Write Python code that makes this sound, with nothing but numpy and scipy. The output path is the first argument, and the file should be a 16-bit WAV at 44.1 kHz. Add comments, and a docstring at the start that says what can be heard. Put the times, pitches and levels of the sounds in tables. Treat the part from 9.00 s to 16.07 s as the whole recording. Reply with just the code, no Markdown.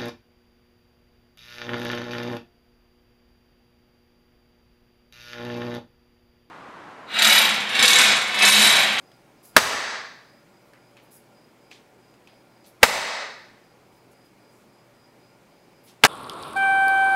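"""A flat crash, slap and fading echo, three times: a steel baking tray lands on a cloth-covered table in
a hard-walled kitchen. Around the drops: rim slides, tray ticks, paper rasps, hum, whines, a cricket.
Tray blows are decaying modes plus a noise crack; echo, slides, rasps, air and rumble are shaped noise;
the cricket is a modulated tone with a noise blur. The recorder's gain falls at loud sounds and climbs
back steadily, which holds the echo up; what it misses clips."""
import sys
import numpy as np
from scipy import signal
from scipy.fft import rfft, irfft
from scipy.io import wavfile
from scipy.ndimage import uniform_filter1d

SR = 44100
rng = np.random.default_rng(int(sys.argv[2]) if len(sys.argv) > 2 else 0)


def waveform_to_disk(signal):
    """Save audio, clipped to [-1, 1], as 16-bit WAV at the path in sys.argv[1]."""
    frames = np.transpose(np.atleast_2d(signal))
    scaled = np.clip(frames, -1, 1) * 32767
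    samples = np.round(scaled).astype(np.int16)
    wavfile.write(sys.argv[1], SR, samples)


N = 311787

# ticks of the flexing tray, each with a paper rasp: t/s, blow level/dB, region f/Hz, rasp level/dB
TRAY_TICKS = [(0.1163, -50, 3371, -70.5), (1.7348, -46.5, 1597, -56.5), (1.9688, -44, 2606, -56),
              (2.7090, -54, 4230, -54.5), (2.7140, -33, 2650, -50.5), (2.7290, -49.5, 6263, -63.5),
              (3.1400, -54.5, 2700, -71), (3.2736, -39.5, 2661, -57), (3.6420, -53, 4300, -57)]
# drops: corner touches, rim rolls down in four blows, table thuds, middle slaps and rebounds:
# first rim blow t/s, rim blow level/dB, first rim region f/Hz, last rim region f/Hz,
# crack re blow/dB, corner lead/s, rim blow gap/s, slap delay/s, slap level/dB, thud level/dB,
# thud region f/Hz, rumble level/dB, rumble f/Hz, air cushion level/dB, cushion rise time/s
DROPS = [(.5652, 15.274, 1455, 1047, -6.5, .0011, .0019, .0117, 17.13, -5, 230.2, -22, 80.34, -45, .015),
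         (3.8308, 15, 2200, 1250, -7.5, .002, .0018, .008, 17.41, 1.5, 160.3, -24, 48.09, -36.5, .008),
         (7.0374, 9.868, 2640, 1304, -9.5, 0.0012573, .0025, .0122, 15.944, -1.5, 144.2, -27.5, 69.7, -44, 0.01041)]


def amp(db):
    """Decibels to gain."""
    return 10 ** (np.asarray(db) / 20)


def evened(x):
    """Scales to an rms of one."""
    return x / np.sqrt(np.mean(x ** 2) + 1e-20)


def read(points, hz):
    """Value of a spectrum table, interpolated over log frequency."""
    f, value = np.transpose(points)
    return np.interp(np.log(hz + 1), np.log(f + 1), value)


def add(mix, start_s, sound):
    """Mixes a sound in from start_s."""
    part = mix[round(start_s * SR):][:len(sound)]
    part += sound[:len(part)]


def noise(count, gain_db):
    """Noise of rms one; gain_db gives its colour as a function of Hz."""
    hz = np.fft.rfftfreq(count, 1 / SR)
    spectrum = rfft(rng.standard_normal(count)) * amp(gain_db(hz))
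    return evened(irfft(spectrum, count))


def wander(count, smooth_samples):
    """Slow random drift of rms one: smoothed noise."""
    return evened(uniform_filter1d(rng.standard_normal(count), smooth_samples))


def hill_db(hz, centre_hz, octaves):
    """Bell-shaped weighting over pitch, floored at -60 dB."""
    return np.maximum(-6 * (np.log2((hz + 1) / centre_hz) / octaves) ** 2, -60)


def peak_db(hz, centre_hz, width_hz):
    """Colour of a steep narrow resonance."""
    return -20 * np.log10(1 + (2 * (hz - centre_hz) / width_hz) ** 2)


def room_tone():
    """Fridge fan and room air as noise with faint drifting patches, over a wavering hum."""
    # air spectrum: f/Hz, relative level per Hz/dB
    air_spectrum = [(12, -55.5), (20, -27), (49, -13), (85, -17), (123, -7), (208, -4), (455, -6.5),
                    (672, -9.5), (794, -8.5), (1240, -15.5), (2290, -20), (3890, -25.5), (4870, -25),
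                    (5750, -28), (15700, -35)]
    air_db, hum_hz, hum_db = -57, 121.64, -69.5
    frames, hz = N // 256 + 5, np.fft.rfftfreq(2048, 1 / SR)
    real, imag, patches = rng.standard_normal((frames, 1025, 3)).T
    # smooth over frequency, then time
    patches = evened(uniform_filter1d(uniform_filter1d(patches, 20, 0), 12, 1))
    frames_z = (real + 1j * imag) * amp(read(air_spectrum, hz)[:, None] + .9 * patches)
    air = evened(signal.istft(frames_z, nperseg=2048, noverlap=1792)[1][:N])
    waver = amp(1.5 * wander(N, 6000))
    hum = np.sqrt(2) * np.sin(2 * np.pi * hum_hz * np.arange(N) / SR) * waver
    return amp(air_db) * air + amp(hum_db) * hum


def whines():
    """Faint whines of the fridge motor: noise in narrow resonances."""
    # f/Hz, width/Hz, level/dB
    resonances = [(353.75, 37, -70), (574, 29, -70), (1406.9, 20, -77), (2283.5, 450, -73)]
    return sum(amp(db) * noise(N, lambda f: peak_db(f, hz, width_hz)) for hz, width_hz, db in resonances)


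def chirps():
    """Cricket envelope: soft-edged chirps, each slightly early or late, louder or softer."""
    # evenly spaced chirps: middle of first chirp t/s, end t/s, period/s, level/dB
    bouts = [(0.122, .5, 0.3428, -69.5), (1.322, 2.8, 0.26863, -70.5), (3.069, 7, .269, -70.5)]
    chirp_s, jitter_s, spread_db = .18, .012, 1.3205
    t, envelope = np.arange(N) / SR, np.zeros(N)
    for first_s, end_s, period_s, db in bouts:
        for middle_s in np.arange(first_s, end_s, period_s):
            late, loud = rng.standard_normal(2)
            offset_s = t - middle_s - jitter_s * late
            envelope += amp(db + spread_db * loud) * np.exp(-np.abs(1.9 * offset_s / chirp_s) ** 3)
    return envelope


def cricket():
    """Wing strokes modulate a drifting pure tone; scattering on the way adds a blur around it."""
    wing_hz, blur_width_hz, strokes_per_s = 4937.7, 170, 64
    envelope = chirps()
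    turns = np.cumsum(strokes_per_s * (1 + .1 * wander(N, 4000))) / SR
    strokes = 1 + .65 * np.cos(2 * np.pi * turns)
    drift = 1 + .005 * wander(N, 1500)
    tone = np.sqrt(2) * np.sin(2 * np.pi * np.cumsum(wing_hz * drift) / SR)
    blur = noise(N, lambda f: peak_db(f, wing_hz, blur_width_hz))
    return envelope * (.45 * strokes * tone + .9 * blur)


def blow(db, region_hz, crack_db, octaves, far_db):
    """One contact rings the modes near its region and cracks; returns near sound and wall feed."""
    # tray modes, damped by cloth and paper: f/Hz, relative level/dB, t60/s
    modes = [(131.8, -17.5, 0.038), (235.58, -10, 0.03), (431.25, -12, 0.065), (528.36, -6, .03),
             (643.61, -1.5, 0.032), (764.23, -5, .02), (910, -0.5, 0.01), (1173.8, -5, 0.013),
             (1358.7, -0.5, 0.01), (1630.9, -4, 0.016), (1763.6, -3.5, 0.015), (2011.2, -2.5, 0.0095),
             (2181.6, -1.5, 0.011), (2570.5, 0, 0.014), (2958.9, -7.5, 0.02), (3350, -7, .015),
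             (3730, -5.5, 0.012), (4707, -9.5, 0.033), (5312.5, -9, 0.0064), (6257, -8.5, 0.022),
             (7860, -12, 0.0082)]
    # crack spectrum: f/Hz, relative level/dB
    crack_spectrum = [(150, -20), (600, -0.5), (1500, -1.5), (4000, -5), (8000, -12.5), (12000, -18),
                      (16000, -23)]
    # the walls receive more crack and less ring than the listener
    wall_crack_db, wall_ring_db = 1.5, -1.5
    crack_t60_s, rise_s = 0.02331, 0.00017
    t = np.arange(4096) / SR
    hz, mode_db, t60_s = np.transpose(modes)[:, :, None]
    detune, phase = rng.uniform(-1, 1, (2, len(modes), 1))
    tones = np.sin(2 * np.pi * hz * (1 + 0.0094 * detune) * t + 1.5 * phase)
    rings = amp(mode_db - 60 * t / t60_s) * tones
    crack = noise(4096, lambda f: read(crack_spectrum, f)) * amp(crack_db - 60 * t / crack_t60_s)
    near_db = np.maximum(hill_db(hz, region_hz, octaves), far_db)
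    # summed over all directions, the modes radiate more evenly than towards one listener
    weights = amp([near_db, .3 * near_db])
    ring = (weights * rings).sum(1) / np.linalg.norm(weights * amp(mode_db), axis=1)
    both = amp([[0], [wall_ring_db]]) * ring + amp([[0], [wall_crack_db]]) * crack
    return amp(db) * both * (1 - np.exp(-t / rise_s))


def contacts(s, db, rim_hz, end_hz, crack_db, lead_s, gap_s, slap_s, slap_db, thud_db, thud_hz, *_):
    """Blows of one landing as rows: t/s, level/dB, region f/Hz, crack re blow/dB."""
    roll_loss_db = 1  # per rim blow
    rebound_gap_s, rebound_loss_db, rebound_hz, rebound_octaves = .0045, 2.5, 1492.3, 0.66
    corner = (s - lead_s, -16.5, 850, -9)
    thud = (s + 0.0037, thud_db, thud_hz, -19)
    slap = (s + slap_s, slap_db, 1118.1, -4.5)
    rows = [corner, thud, slap]
    for k, hz in enumerate(np.geomspace(rim_hz, end_hz, num=4)):
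        rows.append((s + k * gap_s, db - k * roll_loss_db, hz, crack_db))
    for k, spot in enumerate(rng.uniform(-0.66, 1, size=3), 1):
        hz = rebound_hz * 2 ** (rebound_octaves * spot)
        rows.append((s + slap_s + k * rebound_gap_s, slap_db - k * rebound_loss_db, hz, -5.5))
    return rows


def kitchen(x):
    """Dense reflections that set in after 4 ms, each band dying at its own speed."""
    # reverberation time: f/Hz, t60/s
    band_t60 = [(60, 0.31), (130, 0.15), (205, 0.63), (320, 0.71), (600, 0.65), (1000, 0.68787),
                (1750, 0.79026), (2800, 0.6498), (4500, 0.7429), (8000, 0.53), (12000, 0.36), (16000, 0.42)]
    # echo colour: f/Hz, relative level/dB
    band_colour = [(60, -7), (130, -4.5), (205, 0.5), (320, -11), (460, -2.5), (700, -0.5), (1100, -0.5),
                   (1700, -2), (2800, -1), (4500, -1.5), (8000, 2), (12000, 1.5), (16000, -1.5)]
    hz, t = np.fft.rfftfreq(512, 1 / SR), np.arange(170) * 256 / SR
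    real, imag = rng.standard_normal((2, len(hz), len(t)))
    decay_db = read(band_colour, hz)[:, None] - 60 * t / read(band_t60, hz)[:, None]
    tail = signal.istft((real + 1j * imag) * amp(decay_db), nperseg=512)[1]
    tail = tail * np.clip((np.arange(len(tail)) / SR - .004) / 0.0011, 0, 1)
    return signal.fftconvolve(x, tail / np.linalg.norm(tail))


def tray():
    """Landings and ticks; each blow sends its own pattern of reflections round the room."""
    landing_echo_db, tick_echo_db = -5.5, -13
    out = np.zeros(N)
    blows = [row for drop in DROPS for row in contacts(*drop)]
    # tick crack: -54 dB for a -52 dB blow, growing 0.481 dB per dB; expressed re blow
    ticks = [(s, db, hz, -54 + 0.481 * (db + 52) - db) for s, db, hz, _ in TRAY_TICKS]
    groups = (blows, .5, -16, landing_echo_db), (ticks, .13, -45, tick_echo_db)
    for rows, octaves, far_db, echo_db in groups:
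        for s, *how in rows:
            near, radiated = blow(*how, octaves, far_db)
            add(out, s, near)
            add(out, s, amp(echo_db) * kitchen(radiated))
    # a flat plate radiates little deep bass
    return signal.lfilter(*signal.butter(3, 115., "high", fs=SR), out)


def paper():
    """Baking paper: grainy rasps in the pitch region of their tick, quick to set in, then dying away."""
    octaves, t60_s, rise_s = .68, .33, 0.004265
    out, t = np.zeros(N), np.arange(12000) / SR
    for s, _, hz, db in TRAY_TICKS:
        grain = amp(2.8 * wander(len(t), 60))
        rasp = noise(len(t), lambda f: hill_db(f, hz, octaves)) * grain
        add(out, s, amp(db - 60 * t / t60_s) * (1 - np.exp(-t / rise_s)) * rasp)
    return out


def fingers():
    """Skin sliding on the rim: fine, uneven hiss that swells faster than it fades."""
    # start t/s, length/s, level/dB, centre f/Hz, spread/octaves
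    slides = [(0.426, 0.12836, -52.5, 10900, 1.575), (1.657, 0.07766, -72.5, 12000, .7),
              (2.022, 0.076, -67.5, 12500, 0.6742), (2.106, 0.12985, -53.5, 10860, 0.9655),
              (3.656, 0.08165, -58.5, 11200, .6), (4.911, 0.15, -71, 12000, .9),
              (5.11, .05, -65.5, 9980, 0.88), (5.24, .06, -70, 11020, 0.709),
              (5.481, 0.2781, -69, 7500, .8), (6.831, 0.1176, -59.5, 11540, .6),
              (6.86, 0.11567, -57, 3700, 1.047)]
    # a narrow peak grows as the slide gets louder
    squeak_hz, squeak_width_hz, squeak_from_db, squeak_db_per_db = 11066, 1200, -70.5, .4
    out = np.zeros(N)
    for s, length_s, db, hz, octaves in slides:
        count = round(length_s * SR)
        squeak_db = max(squeak_db_per_db * (db - squeak_from_db), 0)

        def colour_db(f):
            squeak = np.exp(-((f - squeak_hz) / squeak_width_hz) ** 2)
            return hill_db(f, hz, octaves) + squeak_db * squeak

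        grip = amp(1.5 * wander(count, 150))
        swell = np.sin(np.pi * np.linspace(0, 1, count) ** 0.5) ** 2
        add(out, s, amp(db) * swell * grip * noise(count, colour_db))
    return out


def cushion():
    """Air squeezed out under the falling tray: a low rush that swells until the corner touches."""
    # f/Hz, relative level/dB
    rush_spectrum = [(30, -12), (200, -4), (800, -8.5), (2500, -16.5), (8000, -27.5), (16000, -36.5)]
    out, before_s = np.zeros(N), np.arange(-4096, 0) / SR
    for s, _, _, _, _, lead_s, *_, db, rise_s in DROPS:
        rush = noise(4096, lambda f: read(rush_spectrum, f))
        add(out, s - lead_s + before_s[0], amp(db) * np.exp(before_s / rise_s) * rush)
    return out


def shudder():
    """The table's legs and the floor rumble on from the first rim blow: low noise, decaying."""
    octaves, t60_s, rise_s = .55, .45, .004
    out, t = np.zeros(N), np.arange(SR // 2) / SR
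    for s, *_, db, hz, _, _ in DROPS:
        rumble = noise(len(t), lambda f: hill_db(f, hz, octaves))
        add(out, s, amp(db - 60 * t / t60_s) * np.minimum(t / rise_s, 1) * rumble)
    return out


def scene():
    """The tray and hands in the kitchen, over its background sounds."""
    hands = fingers()
    hands = hands + amp(-10.5) * kitchen(hands)[:N]
    impacts = tray() + shudder() + paper() + cushion()
    background = cricket() + whines() + room_tone()
    return (impacts + hands + background)[None]


def record(dry):
    """Gain control falls within ms and climbs back steadily; what it misses clips; then a low-pass."""
    follow_s, attack_s, threshold_db, edge_hz = 0.011, 0.0041, -16, 15800
    climb_db_per_s = 66.117  # fall of the held level
    gain_db_per_db = 0.96966  # gain reduction per dB over threshold
    follow, attack = np.exp(-1 / (follow_s * SR)), np.exp(-1 / (attack_s * SR))
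    power = signal.lfilter([1 - follow], [1, -follow], dry[0] ** 2)
    power_db = 10 * np.log10(power + 1e-12)
    climb_db = np.arange(N) * climb_db_per_s / SR
    held_db = np.maximum.accumulate(power_db + climb_db) - climb_db
    over_db = np.maximum(held_db - threshold_db, 0)
    ducked = dry / amp(gain_db_per_db * signal.lfilter([1 - attack], [1, -attack], over_db))
    clipped = np.clip(ducked, -1, 1)
    low_pass = signal.firwin(511, edge_hz, window=("kaiser", 9), fs=SR)
    return signal.oaconvolve(clipped, low_pass[None], "same")


dry = scene()
out = record(dry)
waveform_to_disk(out)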